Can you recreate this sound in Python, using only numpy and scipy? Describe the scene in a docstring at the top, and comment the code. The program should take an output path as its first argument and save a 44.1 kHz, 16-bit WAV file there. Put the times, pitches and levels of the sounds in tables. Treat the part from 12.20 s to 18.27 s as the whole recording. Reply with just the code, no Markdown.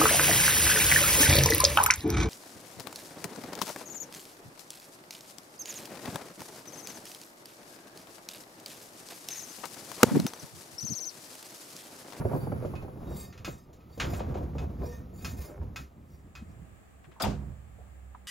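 """A heavy steel coupler is wound down onto the ball in a pickup bed, heard from inside the bed: shaken noise
bands make the rumble, damped sines the knocks, noise-fed steel modes the scrapes, struck plates the clanks.
Random taps rattle loose sheet metal. Then, from beside the tailgate, the gate slams in bursts of banded
noise and a ringing boom, over a distant idling engine of two wavering tones and the open air of the yard."""
import sys
import numpy as np
from scipy import signal
from scipy.fft import rfft, irfft, next_fast_len
from scipy.io import wavfile
from scipy.ndimage import uniform_filter1d

SR = 44100
rng = np.random.default_rng(int(sys.argv[2]) if len(sys.argv) > 2 else 0)


def unload_audio(sound):
    """Save the sound as a 16-bit wav file, at the path given as the first command line argument."""
    columns = np.transpose(np.atleast_2d(sound))
    # keep every value between -1 and 1, then stretch to whole-number steps
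    steps = np.round(np.clip(columns, -1, 1) * 32767)
    wavfile.write(sys.argv[1], SR, steps.astype(np.int16))


N = 267728
SIZE = next_fast_len(N)
SEC = np.arange(N) / SR
FREQ = np.maximum(np.fft.rfftfreq(SIZE, 1 / SR), 1)  # Hz

# modes of the clanking plates, which also sing under scraping: (f/Hz, level/dB, t60/s)
PLATES = [(1035, -9, .15), (1152, -8, .12), (1310, -1, .19), (1518, -8, .12), (1626, -4, .13),
          (1810, -9, .15), (2155, -6, .13), (2261, -8, .11), (2522, 3.5, .18), (2677, -3, .11),
          (2794, -9, .1), (3210, -8, .13), (3530, -5, .12), (3850, -9, .07), (4335, -6, .17),
          (4940, -2, .1), (5150, -5, .11), (5800, -6, .06), (6480, -8, .15), (7080, -8, .09)]
GATE_SHUT_S = 5.035


def undb(db):
    """Gain of a level in dB."""
    return 10 ** (np.asarray(db) / 20)


def unit(x):
    """Scale to rms 1."""
    return x / np.sqrt(np.mean(x ** 2))


def along(table):
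    """Columns of a time curve at every sample."""
    s, *columns = np.transpose(table)
    return [np.interp(SEC, s, column) for column in columns]


def across(table):
    """Columns of a spectrum at every frequency, interpolated over log frequency."""
    hz, *columns = np.transpose(table)
    return [np.interp(np.log(FREQ), np.log(hz), column) for column in columns]


def noise(shape):
    """Noise of a given colour, rms 1."""
    spectrum = rfft(rng.standard_normal(SIZE)) * undb(across(shape)[0])
    return unit(irfft(spectrum, SIZE)[:N])


def even(x, span_s):
    """Take out the slow swells of a noise by dividing by its running rms."""
    k = int(span_s * SR)
    power = uniform_filter1d(uniform_filter1d(x * x, k), k)
    return x / np.sqrt(power + .02)


def walk(rate):
    """Random levels, one every 1 / rate s, smoothed twice over that time."""
    k = int(SR / rate)
    steps = np.repeat(rng.standard_normal(N // k + 1), k)
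    return 1.3 * uniform_filter1d(uniform_filter1d(steps, k), k)[:N]


def ring(x, modes):
    """A bank of decaying two-pole modes driven by x."""
    out = 0
    for hz, db, t60 in modes:
        pole = np.exp(2j * np.pi * hz / SR - np.log(1000) / (max(t60, .01) * SR))
        out = out + undb(db) * signal.lfilter([0, pole.imag], [1, -2 * pole.real, abs(pole) ** 2], x)
    return out


def fall(start, t60, rise):
    """Envelope of a blow: a quick rise (time constant in s) and an exponential tail."""
    out, a = np.zeros(N), int(np.ceil(start * SR))
    t = SEC[a:a + int(1.3 * t60 * SR)] - start
    out[a:a + len(t)] = (1 - np.exp(-t / rise)) * np.exp(-np.log(1000) * t / t60)
    return out


def wide(make, side_db):
    """Mid and side from two unrelated draws."""
    return make() + undb(side_db) * make() * np.array([[1], [-1]])


def ramp(span):
    """0 before a span, 1 after it, a straight line between."""
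    return np.interp(SEC, span, (0, 1))


def ports(x, far):
    """Two ports: a lead that turns with frequency, and a share that the bed walls scatter differently to each."""
    # microphone ports in the bed: (f/Hz, lead of the left/rad, scattered share/dB, the same at the far end/dB)
    port_table = [(49, 0.28, -18, -11), (130, 0.22, -16, -9), (310, 0.53, -24, -7.5), (720, 0.49, 2.5, -5),
                  (1520, 0.42, -4.5, 0.5), (2470, 0.016, -59, 2.5), (6870, 0.013, -72, -9),
                  (7840, 3.09, -31, -28), (9250, 3.2, -23, -24), (9760, 2.3, -21, -20),
                  (13500, 1.6, -17, -18), (16000, 1.9, -45, 8), (16600, 0.25, -9, -1)]
    lead, near_db, far_db = across(port_table)
    # a decaying noise with its spectrum evened: it blurs in time but hardly colours
    scatter = rfft(rng.standard_normal(N) * np.exp(-SEC / .03), SIZE)
    scatter = scatter / np.sqrt(uniform_filter1d(np.abs(scatter) ** 2, SIZE * 50 // SR))
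    far = np.clip(far, 0, 1)
    near_part = rfft(x * (1 - far), SIZE) * undb(near_db)
    far_part = rfft(x * far, SIZE) * undb(far_db)
    side = irfft(scatter * (near_part + far_part), SIZE)[:N]
    spectrum = rfft(x, SIZE)
    return np.array([irfft(spectrum * np.exp(.5j * way * lead), SIZE)[:N] + way * side for way in (1, -1)])


def rumble(far):
    """Frame, floor panel and ribs shake together as noise bands; the ribs also take sharp jolts."""
    # shaking of bed and frame while the coupler moves: (t/s, frame level/dB, ribs over frame/dB)
    shaking = [(0.0, -35, -3.5), (0.19, -40, -5), (0.34, -33.5, -10.5), (0.7, -48.5, 2), (0.9, -44.5, 0),
               (1.15, -49.5, -6.5), (1.35, -47, -7), (1.39, -59.5, 1), (1.76, -55, -4.5), (1.82, -37, -8),
               (2.2, -37.5, -8), (2.68, -40.5, -9), (2.87, -48, -11), (3.15, -40, -11), (3.28, -53.5, 4),
               (3.45, -41, -14), (3.7, -57.5, -5), (4.4, -49, -15), (4.6, -61, -22), (4.95, -66, -33),
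               (5.2, -95, -3)]
    # colours of frame, panel and ribs: (f/Hz, level/dB)
    frame_shape = [(22, -37), (45, 10), (65, 20), (95, 15), (130, 5), (250, -47)]
    panel_shape = [(60, -38), (110, 2), (150, 6.5), (220, 0.5), (320, -6), (700, -65)]
    ribs_shape = [(150, 1), (320, 4.5), (600, -4.5), (1000, -12), (2000, -28.5), (4000, -36)]
    # the slam shakes the truck again, higher parts die sooner; rows frame, panel, ribs: (level/dB, t60/s)
    slam_shake = [(-32.5, 1.78), (-33.5, 0.92), (-30, 0.4)]
    # sharp jolts in the ribs: (t/s, level/dB, crackle over level/dB)
    jolt_table = [(0.017, -36, 9), (0.049, -18.5, -15), (0.069, -36, -5), (0.113, -24, -4),
                  (0.132, -30.5, 10), (0.147, -23.5, -3), (0.161, -31, -3), (0.215, -39, 1),
                  (0.243, -50, -10), (0.27, -30, 5), (0.319, -23.5, 0), (0.36, -37, -3),
                  (0.422, -30.5, -11), (0.447, -24.5, -5), (0.475, -38, -13), (0.536, -34, 3.5),
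                  (0.645, -35, -5), (0.68, -35.5, 1.5), (0.855, -52, -15), (1.277, -28, -11),
                  (1.774, -33, -10), (1.851, -37, 8), (1.929, -30.5, -18), (2.004, -27, 4),
                  (2.151, -25.5, -16), (2.205, -32, -16), (2.35, -30.5, -6), (2.632, -32, -2),
                  (2.929, -43.5, -7)]
    # colours of the jolts and of their crackle: (f/Hz, level/dB)
    jolt_shape = [(150, 2), (350, 11.5), (600, 7.5), (1000, -13.5), (1800, -30), (3000, -49)]
    crackle_shape = [(300, -22), (700, 20), (1100, 9.5), (1700, -10.5), (2400, -20), (4000, -32)]
    slam_rise_s = 0.014
    jolt_t60_s, jolt_rise_s = 0.074, 0.0037
    crackle_t60_s, crackle_rise_s = 0.026, 0.0033

    db, ribs_db = along(shaking)
    slam = [undb(slam_db) * fall(GATE_SHUT_S - slam_rise_s, t60, slam_rise_s) for slam_db, t60 in slam_shake]
    ribs = even(noise(ribs_shape), .03) * undb(2.5 * walk(70)) * (undb(db + ribs_db) + slam[2])
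    jolts = sum(undb(jolt_db) * fall(s, jolt_t60_s, jolt_rise_s) for s, jolt_db, _ in jolt_table)
    crackle = sum(undb(jolt_db + over_db) * fall(s, crackle_t60_s, crackle_rise_s)
                  for s, jolt_db, over_db in jolt_table)
    # the panel lies between frame and ribs: its level over the frame follows that of the ribs
    panel_db = db + 0.5 + 0.51 * ribs_db
    panel = even(noise(panel_shape), .05) * undb(2 * walk(50)) * (undb(panel_db) + slam[1])
    # the frame sounds higher at the far end of the bed
    high = noise([(hz * 1.48, low_db) for hz, low_db in frame_shape])
    frame = even(far * high + (1 - far) * noise(frame_shape), .07) * (undb(db) + slam[0])
    shaken = undb(2 * walk(22)) * (frame + panel + ribs)
    return shaken + jolts * even(noise(jolt_shape), .006) + crackle * even(noise(crackle_shape), .003)


def bed_air(near, in_yard):
    """Coloured noise of the air in the bed, and a thin high hiss near the first place."""
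    # colours of the air and of the hiss: (f/Hz, level/dB)
    air_shape = [(18, -38), (30, 14.5), (295, -7.5), (780, -25), (889, -16), (1280, -1), (1630, -29),
                 (1960, -11.5), (2170, -13.5), (8080, -26.5), (9460, -30), (10500, -19), (16000, -19.5)]
    hiss_shape = [(6000, -21), (9500, 10.5), (10700, 17.5), (12000, 10.5), (14500, -39), (16000, 17)]
    # the hiss sinking away: (t/s, level/dB)
    hiss_curve = [(0, -51), (.5, -58), (.85, -67), (1.0, -85)]
    far_db, near_db = -60.5, -63.5
    level = undb(far_db + (near_db - far_db) * near + 2 * walk(5.1)) * (1 - in_yard)
    return level * noise(air_shape) + undb(along(hiss_curve)[0]) * noise(hiss_shape)


def clatter():
    """Dense uneven taps ring loose sheet metal; two halves of its modes catch them in separate fits."""
    # force on the loose sheet metal of the bed: (t/s, level/dB)
    force_curve = [(0, -49), (.17, -50.5), (.22, -52.5), (.6, -59), (.9, -65.5), (1.3, -65.5), (1.42, -72),
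                   (1.79, -76), (1.82, -45), (1.9, -48.5), (2.05, -51), (2.3, -57), (2.75, -59.5),
                   (3.0, -66), (3.35, -57.5), (3.7, -73.5), (5.0, -103), (5.05, -43), (5.2, -62),
                   (5.45, -73.5)]
    # modes of the sheet: f/Hz
    sheet_hz = [400, 510, 598, 703, 800, 933, 1050, 1155, 1290, 1403, 1515, 1625, 1794, 2030, 2140, 2280]
    taps_per_s, side_db = 1200, -5
    db_per_octave, cycles = -7.5, 64.5  # cycles until 60 dB down
    force = undb(along(force_curve)[0])
    span = slice(0, int(force_curve[-1][0] * SR))
    tap_band = signal.butter(2, (380, 2200), "band", fs=SR, output="sos")

    def sheet():
        """One draw of taps through all the sheet modes."""
        hits = rng.random(N) < taps_per_s / SR
        taps = hits * rng.standard_normal(N) * undb(2.5 * rng.exponential(size=N))
        taps = signal.sosfilt(tap_band, taps)
        modes = [(hz, db_per_octave * np.log2(hz / 1000), cycles / hz) for hz in sheet_hz]
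        out = np.zeros(N)
        for half in (modes[::2], modes[1::2]):
            fitful = taps * undb(3 * walk(30))
            out[span] += ring((fitful * force)[span], half) / np.std(ring(taps[:SR], half))
        return out
    return wide(sheet, side_db)


def scrape():
    """Rough sliding contact feeds the tube's modes in fits and starts, and hisses a little itself."""
    # steel sliding on steel, one row a stroke:
    # (loudest t/s, build-up/s, dying/s, level/dB, upper modes over level/dB, favoured f/Hz)
    strokes = [(0.05, 0.032, 0.84, -74, 5, 4625), (0.147, 0.038, 0.2, -72, 15.5, 4625),
               (0.37, .04, 0.049, -81, -8, 1820), (0.968, 0.016, 0.15, -75.5, 23.5, 7400),
               (0.99, 0.12, 0.12, -68, 13, 5085), (1.0, 0.097, 0.24, -63, -12, 1200),
               (1.03, 0.042, 0.17, -72, -8, 4560), (.96, 0.25, 0.099, -67, 5, 3765),
               (1.27, .015, 0.21, -59.5, 0.5, 7240), (1.724, 0.031, 0.18, -71, -3, 4625),
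               (1.874, 0.015, .17, -59, -22, 6700), (1.96, 0.29, 0.063, -63.5, 12, 6900),
               (2.666, 0.061, 0.15, -67, 6.5, 5712), (2.72, 0.23, 0.12, -65, 0, 1825),
               (2.68, 0.1, 0.047, -77, -10, 2120), (2.73, 0.037, 0.12, -69.5, -7, 6400),
               (3.051, 0.17, 0.21, -63, 7.5, 6900), (3.12, 0.099, 0.035, -59, 3, 6400),
               (3.178, 0.013, 0.21, -58, 7, 6700), (3.59, .015, 0.062, -83, 14, 6400),
               (3.11, 0.068, 0.035, -70, -8, 4625), (3.13, .05, 0.068, -82, -10, 2430),
               (3.63, 0.16, 0.078, -71, 0, 1825), (3.61, .04, 0.021, -74, -3, 2430),
               (3.93, 0.17, 0.18, -77.5, 5, 5420), (4.31, 0.085, 0.032, -79, -2, 2430)]
    # free ring of the coupler tube: (f/Hz, level/dB, t60/s)
    steel = [(1200, -4, .12), (1825, -5, .3), (2120, -7, .3), (2430, -6, .25), (2860, -11, .2),
             (3765, -5, .25), (4625, -3, .25), (5085, -1, .3), (5712, -3, .25), (6400, -5, .25),
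             (7080, -6, .25), (7570, -2, .25), (8050, -4, .25), (8500, -4, .25), (9050, -4, .25),
             (9535, -4, .25), (9810, -5, .25), (10030, -5, .25), (10490, -4, .25), (10880, -4, .25),
             (11490, -4, .25), (12000, -2, .25), (12400, -4, .2), (12640, -5, .2), (13100, -3, .2),
             (13600, -7, .2), (14070, -1, .2), (14500, -8, .2), (14800, -3, .2), (15700, -5, .2)]
    edge_db, bend = -27.5, 1.45  # drop one build-up or dying time away from the loudest; its power law
    damping = 0.5  # share of the free t60 left under rubbing contact
    fits_db = 2.8  # how much the modes come and go
    plates_db = -8  # the plates sing along
    favour_db, favour_octaves = 11, .1  # each stroke presses on a spot that feeds one mode most

    grit = rng.standard_normal(N) * undb(3.0 * walk(300))
    press = np.zeros((len(strokes), N))
    for row, (s, build, dying, db, _, _) in zip(press, strokes):
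        a, b = max(int((s - 2 * build) * SR), 0), int((s + 2 * dying) * SR)
        t = SEC[a:b]
        away = np.where(t < s, (s - t) / build, (t - s) / dying)
        row[a:b] = undb(db + edge_db * away ** bend)
    top_db, favoured = np.transpose(strokes)[4:]
    fits = [grit * undb(fits_db * walk(16)) for _ in range(4)]  # the modes share these four in turn
    out = undb(plates_db) * ring(press.sum(0) * grit, PLATES) / np.std(ring(grit[:SR], PLATES))
    # lower modes at the stroke's own level, upper modes over or under it
    for free, hiss_db, over_db in ((steel[:11], -12, 0 * top_db), (steel[11:], -8, top_db)):
        modes = [(hz, db, t60 * damping) for hz, db, t60 in free]
        edge = signal.butter(1, (modes[4][0], modes[-1][0]), "band", fs=SR, output="sos")
        scale = np.std(ring(grit[:SR], modes))
        force = undb(over_db) @ press
        for k, mode in enumerate(modes):
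            octaves = np.log2(mode[0] / favoured)
            lift = undb(favour_db * np.exp(-(octaves / favour_octaves) ** 2)) - 1
            push = force + (lift * undb(over_db)) @ press if lift.max() > .01 else force
            out = out + ring(push * fits[k % 4], [mode]) / scale
        out = out + undb(hiss_db) * force * unit(signal.sosfilt(edge, grit))
    return out


def thuds():
    """Each knock is a few cycles of a damped panel."""
    # dull knocks through the bed: (t/s, level/dB, f/Hz)
    knocks = [(0.048, -8.5, 103.4), (0.136, -9.5, 138.4), (0.322, -20, 102.6), (0.448, -22.5, 120),
              (0.531, -21, 83), (0.631, -23.5, 82.6), (0.878, -29, 56.7), (1.194, -25.5, 122.5),
              (1.283, -20, 167), (1.807, -24, 71), (1.997, -50, 66), (2.213, -33, 61), (2.398, -15, 151),
              (2.434, -22.5, 69), (2.609, -18, 174), (3.188, -18.5, 68.4), (3.397, -16.5, 74),
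              (3.62, -30, 66), (3.934, -29, 79), (4.201, -32, 79), (4.22, -19, 210), (4.302, -29, 146),
              (4.393, -29, 115), (4.417, -24, 160), (4.869, -33.5, 138)]
    cycles, rise_s = 8.2, 0.014  # cycles until 60 dB down
    return sum(undb(db) * fall(s, cycles / hz, rise_s) * np.sin(2 * np.pi * hz * (SEC - s))
               for s, db, hz in knocks)


def clanks():
    """Each blow: a crack with a noisy tail, and the plates ringing in a slightly new mix."""
    # steel on steel: (t/s, level/dB, tilt/dB per octave, ring peak over level/dB)
    blows = [(0.4289, -44, 6, -22), (0.452, -39.5, -2.5, -20), (0.554, -36, -2.5, -4.5),
             (0.6245, -52, 4, 1), (1.126, -34.5, -3.5, -29), (1.1766, -37, -1, -7),
             (1.2472, -19.5, -0.5, -6), (1.53, -40.5, 26, -21), (1.604, -48, -6, -8.5),
             (1.7764, -35.5, 14, -15), (1.799, -8.5, -4, -24.5), (1.935, -25.5, -2, -12),
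             (1.9945, -29, -14, -9.5), (2.087, -46, -10, -7), (2.143, -31.5, -20, -11),
             (2.3824, -28.5, -3.5, -8.5), (3.007, -45, -9, -3), (3.047, -18.5, 2, -6.5),
             (3.214, -32.5, 6, -31), (3.56, -21.5, -0.5, -7), (4.1525, -29.5, -2, -6.5)]
    # colour of the crack: (f/Hz, level/dB)
    crack_shape = [(400, -23), (1000, -13), (1400, -4.5), (1950, -5.5), (2550, -5.5), (3000, -6.5),
                   (3600, -6.5), (4100, -7), (5000, -10.5), (5800, -9.5), (7200, -7.5), (10000, -18),
                   (16000, -20)]
    crack_db, crack_t60_s = -20, 0.23  # over the level of the blow
    chatter_db, chatter_t60_s = -28, .05  # the plates chatter against each other after the blow
    out = np.zeros(N)
    chance = 1.5 * rng.standard_normal((len(blows), len(PLATES)))  # dB
    dull, bright = (noise([(hz, db + way * np.log2(hz / 2500)) for hz, db in crack_shape]) for way in (-4, 4))
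    for (s, db, tilt, ring_db), mix in zip(blows, chance):
        share = np.clip(.5 + tilt / 8, 0, 1)  # of the bright noise
        a, b = int(s * SR), int((s + .4) * SR)
        tail = (np.sqrt(1 - share) * dull + np.sqrt(share) * bright) * fall(s, crack_t60_s, 0.00041)
        chatter = undb(chatter_db) * (bright * fall(s, chatter_t60_s, 0.0015))[a:b]
        blow = chatter + signal.unit_impulse(len(out[a:b]))
        modes = [(hz * (1 + .002 * c), mode_db + c + tilt / 2 * np.log2(hz / 2500), t60)
                 for (hz, mode_db, t60), c in zip(PLATES, mix)]
        rung = ring(blow, modes)
        out += undb(db + crack_db) * tail
        out[a:b] += undb(db + ring_db) * rung / np.abs(rung).max()
    return out


def groans():
    """Short, slightly unsteady panel tones."""
    # the floor panel groans: (t/s, length/s, f/Hz, level/dB)
    tones = [(2.1, .12, 360, -48), (2.655, .08, 484, -42), (2.63, .1, 240, -46), (2.62, .09, 960, -58),
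             (2.88, .14, 185, -48)]
    out = 0
    for s, length, hz, db in tones:
        swell = np.sin(np.pi * np.clip((SEC - s) / length, 0, 1))
        out = out + undb(db + 1.0 * walk(48.9)) * swell * np.sin(2 * np.pi * hz * SEC)
    return out


def yard_air(in_yard):
    """Open air beside the tailgate: wide, coloured noise with a slowly wandering level."""
    # colour of the open air: (f/Hz, level/dB)
    air_shape = [(30, -3.5), (70, 4), (200, -1), (480, -8), (780, -5.5), (960, -15.5), (1200, -8),
                 (1450, -16.5), (1650, -12.5), (2500, -18.5), (4000, -28), (6000, -32.5), (7400, -19),
                 (10500, -32), (13000, -30.5), (16000, -29)]
    return in_yard * undb(-61 + 0.62 * walk(4.5)) * wide(lambda: noise(air_shape), 0.43)


def idle():
    """Slightly wavering engine orders, nearer the right port; faint at first, they come up in the yard."""
    # engine orders: (f/Hz, level before the fade/dB)
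    orders = [(64.6, -52.5), (193.8, -68)]
    # fade of the engine: (t/s, level/dB)
    fade = [(4.3, -20), (4.7, -6.5), (5.5, 1), (6.07, 3.5)]
    hum = 0
    for hz, db in orders:
        level = undb(db + 2.8 * walk(6.0))
        turns = hz * np.cumsum(1 + 0.00552 * walk(6.6)) / SR
        hum = hum + level * np.sin(2 * np.pi * turns)
    return hum * undb(along(fade)[0] + np.array([[-3.0], [3.0]]))


def gate():
    """Latches click and rattle, each part a noise band with its own tail, and the panel booms in modes."""
    # parts of the tailgate slam: (t/s, level/dB, t60/s, centre f/Hz, nominal width/Hz, left minus right/dB)
    parts = [(4.841, -55.5, 0.11, 1430, 2160, 5), (4.914, -59.5, 0.16, 1490, 2200, 7),
             (4.958, -54.5, 0.33, 845, 400, 1), (4.998, -41, 0.32, 3060, 6440, 5.5),
             (4.998, -35.5, 0.32, 1280, 398, -1), (5.004, -32.5, 0.27, 700, 257, -1),
             (5.002, -44, .25, 280, 300, 4), (5.02, -32.5, 0.081, 9900, 12100, -1),
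             (5.019, -36, 0.083, 4870, 400, 15), (5.021, -38.5, .13, 3530, 500, 13),
             (5.033, -37.5, 0.19, 2300, 1480, 2), (5.04, -28.5, 0.15, 820, 322, 6.5),
             (5.044, -42, 0.087, 4500, 7000, 11), (5.057, -54, .08, 2740, 2500, 2),
             (5.06, -43, 0.31, 613, 500, 8), (5.09, -58, 0.86, 730, 570, 7),
             (4.876, -57, 0.23, 253, 250, 15), (5.065, -46.5, 0.27, 3160, 5760, 9.5),
             (5.582, -51.5, 0.23, 560, 302, -2), (5.947, -42.5, 0.069, 920, 446, -2)]
    # modes of the booming panel: (f/Hz, level/dB, t60/s)
    boom_modes = [(80, -31, 1.7), (142.3, -3, 1.2), (205.5, 6.5, 0.56)]
    boom_db = -26  # peak
    rise_share, rattle_db = 0.014, 1  # rise time over t60; depth of the rattle
    out, rattle = np.zeros((2, N)), undb(rattle_db * walk(120))
    for s, db, t60, hz, width_hz, pan_db in parts:
        top_hz = hz + width_hz / 2
        edges = hz * hz / top_hz, min(top_hz, .45 * SR)
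        band = signal.butter(2, edges, "band", fs=SR, output="sos")
        part = slice(int(s * SR), min(int((s + 1.3 * t60) * SR), N))
        tail = (rattle * fall(s, t60, rise_share * t60))[part]

        def grain():
            """One draw of evened noise in the band."""
            return even(unit(signal.sosfilt(band, rng.standard_normal(SR))), .015)[-len(tail):]
        sides_db = np.array([[pan_db], [-pan_db]]) / 2
        out[:, part] += undb(db + sides_db) * tail * wide(grain, -5)
    boom = ring(np.gradient(fall(GATE_SHUT_S, .02, .002)), boom_modes)
    return out + undb(boom_db) * boom / np.abs(boom).max()


def scene():
    """Three listening places crossfade: the far end of the bed, near the ball, then the yard."""
    near, in_yard = ramp((0.5, 0.98)), ramp((3.47, 4.31))
    far = 0.97 * (1 - near)
    in_bed = rumble(far) + thuds() + groans() + scrape() + clanks() + bed_air(near, in_yard)
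    truck = ports(in_bed, far) + clatter()
    # from the yard the bed lies to the right: 6.5 dB between the sides
    pan_db = ramp((4.3, 4.45)) * -6.5 * np.array([[.5], [-.5]])
    return truck * undb(pan_db) + gate() + idle() + yard_air(in_yard)


def record(dry):
    """The top ends steeply: a low-pass at 15.9 kHz."""
    return signal.sosfilt(signal.ellip(10, .2, 80, 15900, fs=SR, output="sos"), dry)


dry = scene()
out = record(dry)
unload_audio(out)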